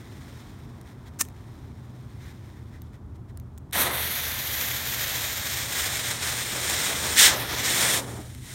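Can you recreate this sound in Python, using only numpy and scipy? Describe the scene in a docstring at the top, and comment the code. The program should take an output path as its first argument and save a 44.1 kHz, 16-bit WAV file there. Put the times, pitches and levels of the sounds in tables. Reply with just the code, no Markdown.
"""A smoke ball's fuse catches, hisses and spits as it burns down, flares as it enters the shell and gives
way to a soft jet of smoke. The hiss is a fluttering gas jet full of bursting powder grains; a flame
flaps at the vent. Before the fuse catches, a spent ball sputters out and a flint lighter is struck.
Both balls sit on a brick step outdoors, close to a phone. Distant traffic rumbles underneath."""
import sys
import numpy as np
from scipy import signal
from scipy.fft import rfft, irfft, next_fast_len
from scipy.io import wavfile

SR = 44100
rng = np.random.default_rng(int(sys.argv[2]) if len(sys.argv) > 2 else 0)


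def bounce(signal):
    """Save signal as a 16-bit WAV file at the path given by the first command-line argument."""
    frames = np.transpose(np.atleast_2d(signal))
    limited = np.clip(frames, -1, 1)
    pcm = np.round(limited * 32767).astype(np.int16)
    wavfile.write(sys.argv[1], SR, pcm)


N = 376613
T = np.arange(N) / SR
CATCH_S = 3.724  # fuse takes fire


# Open jet spectrum: (frequency [Hz], relative density [dB])
JET_SPECTRUM = [(100, -8), (250, -9), (600, -4.5), (1200, -6), (2700, -3), (4700, -1.5), (8000, -1),
                (10000, -1.5), (13000, -4.5), (15800, -9)]
# Broad dip in the hiss, climbing as the fuse shortens: (time [s], centre [Hz], depth [dB])
HISS_HOLLOW = [(3.8, 6600, 3), (3.93, 6540, 8.5), (4.15, 8400, 6.5), (4.6, 9200, 7), (5.1, 9700, 8),
               (5.6, 10570, 8.5), (6.2, 10900, 4.5), (7.25, 11000, 6.5), (7.42, 7350, 11.5),
               (7.7, 10700, 6.5), (8.0, 12500, 2)]

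def fuse(grit_db=-6, hollow_width_hz=3400, catch_rise_s=0.0079):
    """Powder grains burst in a fluttering gas jet, with a hollow body below and sparks sizzling on top."""
    gas = rng.standard_normal(N)
    jet, body, sizzle = burn_gains()
    # harder burning merges the spurts into an even rush
    spurts = np.clip((-8 - 20 * np.log10(jet)) / 22, 0, 1)
    source = unit(gas + spurts * undb(grit_db) * crackle(rate_hz=2600, spread_db=3.0))
    flutter_db = spurts * (1.03 * walk(70) + 0.26 * walk(450))
    hz, t, frames = signal.stft(unit(source * undb(flutter_db)), SR, nperseg=512)
    hz = hz[:, None]
    centre_hz, depth_db = curves(HISS_HOLLOW, t)
    dips_db = depth_db * bell(hz, centre_hz, hollow_width_hz) + comb_db(hz, t)
    colour = undb(spectrum(JET_SPECTRUM, hz) + port_db(hz) - dips_db)
    low = 1 / (1 + (hz / 1350) ** 8)
    high = 1 - 1 / (1 + (hz / 10200) ** 16)
    hiss = 0
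    for share, strength in ((1 - low - high, jet), (low, body), (high, sizzle)):
        gain = colour * share
        gain = gain / np.sqrt(np.mean(gain ** 2, axis=0))
        hiss = hiss + signal.istft(frames * gain, SR)[1][:N] * strength
    caught = np.clip((T - CATCH_S) / catch_rise_s, 0, 1)
    return shape(hiss * caught, lambda hz: 1 - bell(hz, 0, 145))  # small jet, no deep bass


# Powder burn, fuse then shell: (time [s], jet level [dB])
BURN_LEVEL = [(3.73, -33.5), (4.35, -31.5), (4.7, -31.5), (5.68, -31), (5.78, -29), (6.3, -29.5),
              (6.5, -32.5), (6.73, -27), (6.87, -27), (6.93, -30.3), (7.13, -28), (7.46, -34), (7.83, -22),
              (7.975, -24.5), (8.025, -44.5), (8.39, -54.5), (8.53, -41.5)]
# Powder runs thin: (time [s], width [s], sizzle drop [dB])
BURN_FALTERS = [(3.893, 0.04, 8), (4.202, 0.051, 3), (4.373, 0.22, 3), (4.828, 0.061, 5.5),
                (4.962, 0.034, 3), (5.185, 0.028, 2.5), (5.298, 0.029, 4), (5.425, 0.046, 3),
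                (5.67, 0.071, 4), (5.904, 0.049, 3.5), (6.02, .05, 4), (6.176, 0.081, 10.5),
                (7.007, 0.053, 1.5)]
# Powder pockets go up: (start [s], length [s], rise [s], jet [dB], body [dB], sizzle [dB])
BURN_FLARES = [(3.702, .18, 0.035, -31.5, -31.5, -44), (3.738, .08, 0.058, -30.5, -44, -25),
               (5.73, .09, 0.037, -35, -51, -40), (6.178, 0.077, .04, -35, -39.5, -50),
               (6.498, .06, .04, -50, -37.5, -52), (6.84, .04, .04, -45, -36, -55),
               (6.987, 0.052, .04, -44, -36.5, -58), (7.144, 0.12, 0.047, -12, -30.5, -20.5),
               (7.259, 0.04, .03, -31, -31.5, -45), (7.323, .09, .04, -44, -39, -36),
               (7.45, .06, 0.037, -43, -36.5, -50), (7.623, 0.084, .04, -29.5, -47, -37),
               (7.776, 0.035, 0.036, -29, -33, -33), (7.9, 0.047, .04, -32, -35.5, -31),
               (8.026, 0.13, 0.036, -51, -50, -60)]

def burn_gains(body_db=-11, sizzle_db=(1.4, -8), sizzle_fade_s=(4.6, 6.33)):
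    """Jet, body and sizzle follow the burn, sink in each falter and leap in each flare."""
    lags_s, falls_db_per_s = (0, 0.021, 0), (265, 97, 330)  # jet, body, sizzle
    burn_db, = curves(BURN_LEVEL)
    falter_db = sum(db * bell(T, s, width_s) for s, width_s, db in BURN_FALTERS)
    steady_db = (burn_db - 0.62 * falter_db,
                 burn_db + body_db - 0.27 * falter_db,
                 burn_db + np.interp(T, sizzle_fade_s, sizzle_db) - falter_db)
    power = undb(steady_db) ** 2
    for start_s, length_s, rise_s, *levels_db in BURN_FLARES:
        for layer, db in enumerate(levels_db):
            flare = envelope(start_s + lags_s[layer], length_s, rise_s, falls_db_per_s[layer])
            power[layer] += (undb(db) * flare) ** 2
    return np.sqrt(power)


def comb_db(hz, t, start_hz=1022, climb_hz_per_s=62, width_hz=480, depth_db=9, fade_s=1.25):
    """Narrow notches, likely from the brick echo, climb and fade as the fuse shortens."""
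    age_s = np.maximum(t - CATCH_S, 0)
    spacing_hz = start_hz + climb_hz_per_s * age_s
    notches = sum(bell(hz, k * spacing_hz, width_hz) for k in (5, 7, 8, 9))
    return depth_db * np.exp(-age_s / fade_s) * notches


# Flame spectrum: (frequency [Hz], relative density [dB])
FLAME_SPECTRUM = [(60, -22), (170, 3.5), (300, 5), (600, -0.5), (1200, -14), (2000, -17), (3500, -39),
                  (15800, -60)]

def flame(start_s=6.1, base_db=-45.5, growth_db_per_s=2.5):
    """A growing tongue of flame flaps at the vent until the smoke smothers it."""
    roar = shape(rng.standard_normal(N), lambda hz: undb(spectrum(FLAME_SPECTRUM, hz)))
    flapping = unit(roar * undb(0.95 * walk(45)))
    size = undb(base_db + growth_db_per_s * (T - start_s))
    return flapping * size * envelope(start_s, length_s=2.093, rise_s=.45, fall_db_per_s=170)


# Smoke hiss spectrum: (frequency [Hz], relative density [dB])
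SMOKE_SPECTRUM = [(400, -11.5), (1200, 1), (2100, -1), (3200, -1.5), (5000, -0.5), (9000, -8.5),
                  (15800, -12)]
# Dying flow: (time [s], level [dB])
SMOKE_LEVEL = [(0, -58), (.35, -57), (.7, -64.5), (1.15, -68), (1.45, -64), (1.7, -66), (2.45, -64.5),
               (2.85, -69.5), (3.02, -81)]
# Last puffs: (time [s], width [s], hiss level [dB], throat level [dB])
SMOKE_PUFFS = [(0.895, .06, -60.5, -70), (1.076, 0.028, -57, -74), (2.262, 0.13, -56.5, -70),
               (2.476, 0.078, -62, -75), (2.577, 0.045, -70, -68), (2.75, .05, -64, -62),
               (2.945, .035, -64, -75), (3.16, .02, -67, -77), (3.3, .025, -66, -73)]

def spent_ball(throat_hz=1950, throat_width_hz=920):
    """The last smoke leaves the spent ball in weakening, gritty puffs that sound its hollow throat."""
    gas = rng.standard_normal(N) + undb(-3) * crackle(rate_hz=760, spread_db=1.5)
    gas = shape(gas * undb(walk(60)), lambda hz: undb(spectrum(SMOKE_SPECTRUM, hz) + port_db(hz)))
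    gas = gas / np.std(band(gas, 2500, 10000))
    throat = unit(shape(gas, lambda hz: bell(hz, throat_hz, throat_width_hz)))
    puff_gain, throat_gain = sum(undb(levels_db)[:, None] * bell(T, s, width_s)
                                 for s, width_s, *levels_db in SMOKE_PUFFS)
    flow_db, = curves(SMOKE_LEVEL)
    return (gas * np.hypot(undb(flow_db), puff_gain) + throat * throat_gain) * (T < CATCH_S)


# Flint rasp spectrum: (frequency [Hz], relative density [dB])
FLINT_SPECTRUM = [(200, -12.5), (650, -15), (1000, -10.5), (1350, -7.5), (2250, -5), (3200, -12.5),
                  (4700, -10), (5800, -1), (8000, -0.5), (10000, -8), (15800, -9)]
# Case and metal hood resonances: (centre [Hz], width [Hz], gain [dB])
HOOD_MODES = [(1820, 75, 9.5), (5870, 130, 2.5), (6270, 110, 3), (7200, 150, -0.5), (11410, 180, 7)]

def lighter():
    """The wheel's teeth rasp over the flint and ring the hood, harder until the thumb slips off."""
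    rasp = .6 * rng.standard_normal(N) + crackle(rate_hz=3500, spread_db=2.5)
    hz = np.fft.rfftfreq(2048, 1 / SR)
    hood_db = sum(db * bell(hz, centre_hz, width_hz) for centre_hz, width_hz, db in HOOD_MODES)
    # minimum phase: starts at once, rings on
    cepstrum = irfft(np.log(undb(spectrum(FLINT_SPECTRUM, hz) + hood_db)))
    cepstrum[1:len(hz) - 1] *= 2
    cepstrum[len(hz):] = 0
    ring = irfft(np.exp(rfft(cepstrum)))
    return signal.fftconvolve(unit(rasp) * thumb_stroke(), ring / np.linalg.norm(ring))[:N]


def thumb_stroke(grip_s=1.187, peak_s=1.2125, stop_s=1.2225, stroke_db=-22.5, bite_db=-16.5, fizz_db=-46.5):
    """The wheel grips, speeds up, bites and throws sparks, then stops; the sparks fizz on."""
    rise_db_per_s, fall_db_per_s, fizz_fall_db_per_s = 600.5, 300, 299
    grip_rise_s, bite_width_s = 0.0084, 0.0053
    grip = np.clip((T - grip_s) / grip_rise_s, 0, 1)
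    below_peak_db = np.maximum(rise_db_per_s * (peak_s - T), fall_db_per_s * (T - peak_s))
    bite = undb(bite_db) * bell(T, peak_s, bite_width_s)
    turning = grip * np.hypot(undb(stroke_db - below_peak_db), bite)
    fizz = undb(fizz_db - fizz_fall_db_per_s * np.abs(T - stop_s))
    return np.where(T < stop_s, turning, fizz)


# Small snaps: (time [s], peak before trim [dB], centre [Hz])
TICK_EVENTS = [(0.813, -37, 8660), (1.251, -34, 10000), (1.286, -35, 11000), (2.819, -34, 12100),
               (3.3736, -32, 12000), (3.399, -36.5, 12100), (3.5773, -37, 11500), (3.5816, -35, 15200),
               (3.711, -41, 8280), (8.3492, -29, 7500)]

def ticks(decay_s=0.00082, width_hz=18000, top_hz=15850, trim_db=-1.0):
    """Lighter, heating fuse tip and shell give bright snaps about a millisecond long."""
    out, t = np.zeros(N), T[:512]
    hz = np.fft.rfftfreq(len(t), 1 / SR)
    for s, db, centre_hz in TICK_EVENTS:
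        colour = bell(hz, centre_hz, width_hz) * undb(port_db(hz)) * (hz > 1200) * (hz < top_hz)
        noise = irfft(rfft(rng.standard_normal(len(t))) * colour)
        snap = noise * t * np.exp(-2 * t / decay_s)
        start = int(s * SR)
        out[start:start + len(t)] += undb(db + trim_db) * snap / np.abs(snap).max()
    return out


# Distant traffic spectrum: (frequency [Hz], relative density [dB])
TRAFFIC_SPECTRUM = [(20, -44), (32, -30), (48, -7.5), (62, -6.5), (76, -8.5), (99, -2.5), (126, -2.5),
                    (160, -12), (240, -13), (380, -20), (500, -29), (1000, -29), (1800, -39), (2500, -46)]
# Idling engines: (pitch [Hz], peak level [dB], peak time [s], slope either side [dB/s])
ENGINE_NOTES = [(78.2, -44.5, 3.7, 3), (76.3, -46.5, 7.3, 3.5), (124.2, -52, 1.8, 3), (123, -42, 8.9, 2.5),
                (239.4, -55, 1.25, 11)]

def traffic(rumble_db=-44, wash_db=-56.5, wash_fade_db_per_s=1.5):
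    """Low rumble, a fading wash of tyres and the wavering notes of idling engines."""
    road = shape(rng.standard_normal(N),
                 lambda hz: undb(spectrum(TRAFFIC_SPECTRUM, hz)) / (1 + (hz / 2200) ** 4))
    low = shape(road, lambda hz: 1 / (1 + (hz / 380) ** 4))
    rumble = low / np.std(band(road, 40, 140)) * undb(rumble_db)
    wash = (road - low) / np.std(band(road, 545, 1400)) * undb(wash_db - wash_fade_db_per_s * T)
    engines = 0
    for hz, db, peak_s, slope_db_per_s in ENGINE_NOTES:
        phase = 2 * np.pi * np.cumsum(hz * (1 + .018 * walk(12))) / SR
        note = unit(np.sin(phase) * undb(2.2 * walk(15)))
        engines = engines + undb(db - slope_db_per_s * np.abs(T - peak_s)) * note
    return rumble + wash + engines


def faint_hiss(level_db=-71.5, corner_hz=4500):
    """A thin, even hiss lies under everything."""
    hiss = shape(rng.standard_normal(N), lambda hz: undb(port_db(hz) / 2) / np.hypot(1, hz / corner_hz))
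    return undb(level_db) * unit(hiss)


def driveway(x, t60_s=0.15, wet_db=-29, delay_s=.008):
    """Car and house scatter a short, faint tail."""
    t = T[:SR // 2]
    tail = rng.standard_normal(len(t)) * undb(-60 * t / t60_s) * (t > delay_s)
    return x + undb(wet_db) * signal.fftconvolve(x, tail / np.linalg.norm(tail))[:N]


# Microphone port resonances and dips: (centre [Hz], width [Hz], gain [dB])
PORT_MODES = [(1900, 920, 7.5), (2820, 390, -2), (3560, 1160, 4.5), (4710, 960, -3), (5300, 330, 2.5),
              (7170, 520, 2), (7680, 340, -3), (8820, 1400, 3.5), (10520, 860, -4), (12110, 670, 3),
              (13300, 590, 2), (14130, 320, 1.5)]

def port_db(hz):
    """The microphone port colours nearby hiss."""
    return sum(db * bell(hz, centre_hz, width_hz) for centre_hz, width_hz, db in PORT_MODES)


def undb(db):
    """Decibels to gain."""
    return 10 ** (np.asarray(db) / 20)


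def unit(x):
    """Scale to rms 1."""
    return x / np.sqrt(np.mean(x ** 2))


def curves(table, t=T):
    """Table columns, linearly interpolated in time."""
    s, *columns = np.transpose(table)
    return [np.interp(t, np.sort(s), column) for column in columns]


def spectrum(points, hz):
    """Level in dB, interpolated over log frequency."""
    points_hz, db = np.transpose(points)
    return np.interp(np.log(hz + 1), np.log(points_hz), db)


def bell(x, centre, width):
    """Gaussian of height 1; full width at half height."""
    return .5 ** ((2 * (x - centre) / width) ** 2)


def envelope(start_s, length_s, rise_s, fall_db_per_s):
    """Swell toward 1, hold, decay once the length is over."""
    swell = np.clip((T - start_s) / rise_s, 0, 1) ** 2
    return swell * undb(-fall_db_per_s * np.maximum(T - start_s - length_s, 0))


def shape(x, gain):
    """Filter by a function of frequency."""
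    size = next_fast_len(N + 4096)
    hz = np.fft.rfftfreq(size, 1 / SR)
    return irfft(rfft(x, size) * gain(hz), size)[:N]


def band(x, lo_hz, hi_hz):
    """Hard-edged band-pass."""
    return shape(x, lambda hz: (hz > lo_hz) & (hz < hi_hz))


def walk(rate_hz):
    """Smooth random drift, rms 1."""
    knots = rng.standard_normal(int(N / SR * rate_hz) + 2)
    return unit(np.interp(T * rate_hz, np.arange(len(knots)), knots))


def crackle(rate_hz, spread_db):
    """Random impulses, a few much stronger than the rest."""
    size = undb(spread_db * np.minimum(rng.exponential(size=N), 4))
    return unit((rng.random(N) < rate_hz / SR) * size * rng.choice([-1, 1], N))


def scene():
    """One microphone, the same in both channels."""
    near = fuse() + flame() + spent_ball() + lighter() + ticks()
    mono = driveway(near) + traffic() + faint_hiss()
    return np.array([mono, mono])


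def record(dry):
    """The phone rounds the highest peaks and cuts the top."""
    ceiling, top_hz = .76, 15850
    rounded = dry / (1 + (dry / ceiling) ** 6) ** (1 / 6)
    return signal.sosfilt(signal.ellip(12, .1, 80, top_hz, fs=SR, output="sos"), rounded)


dry = scene()
out = record(dry)
bounce(out)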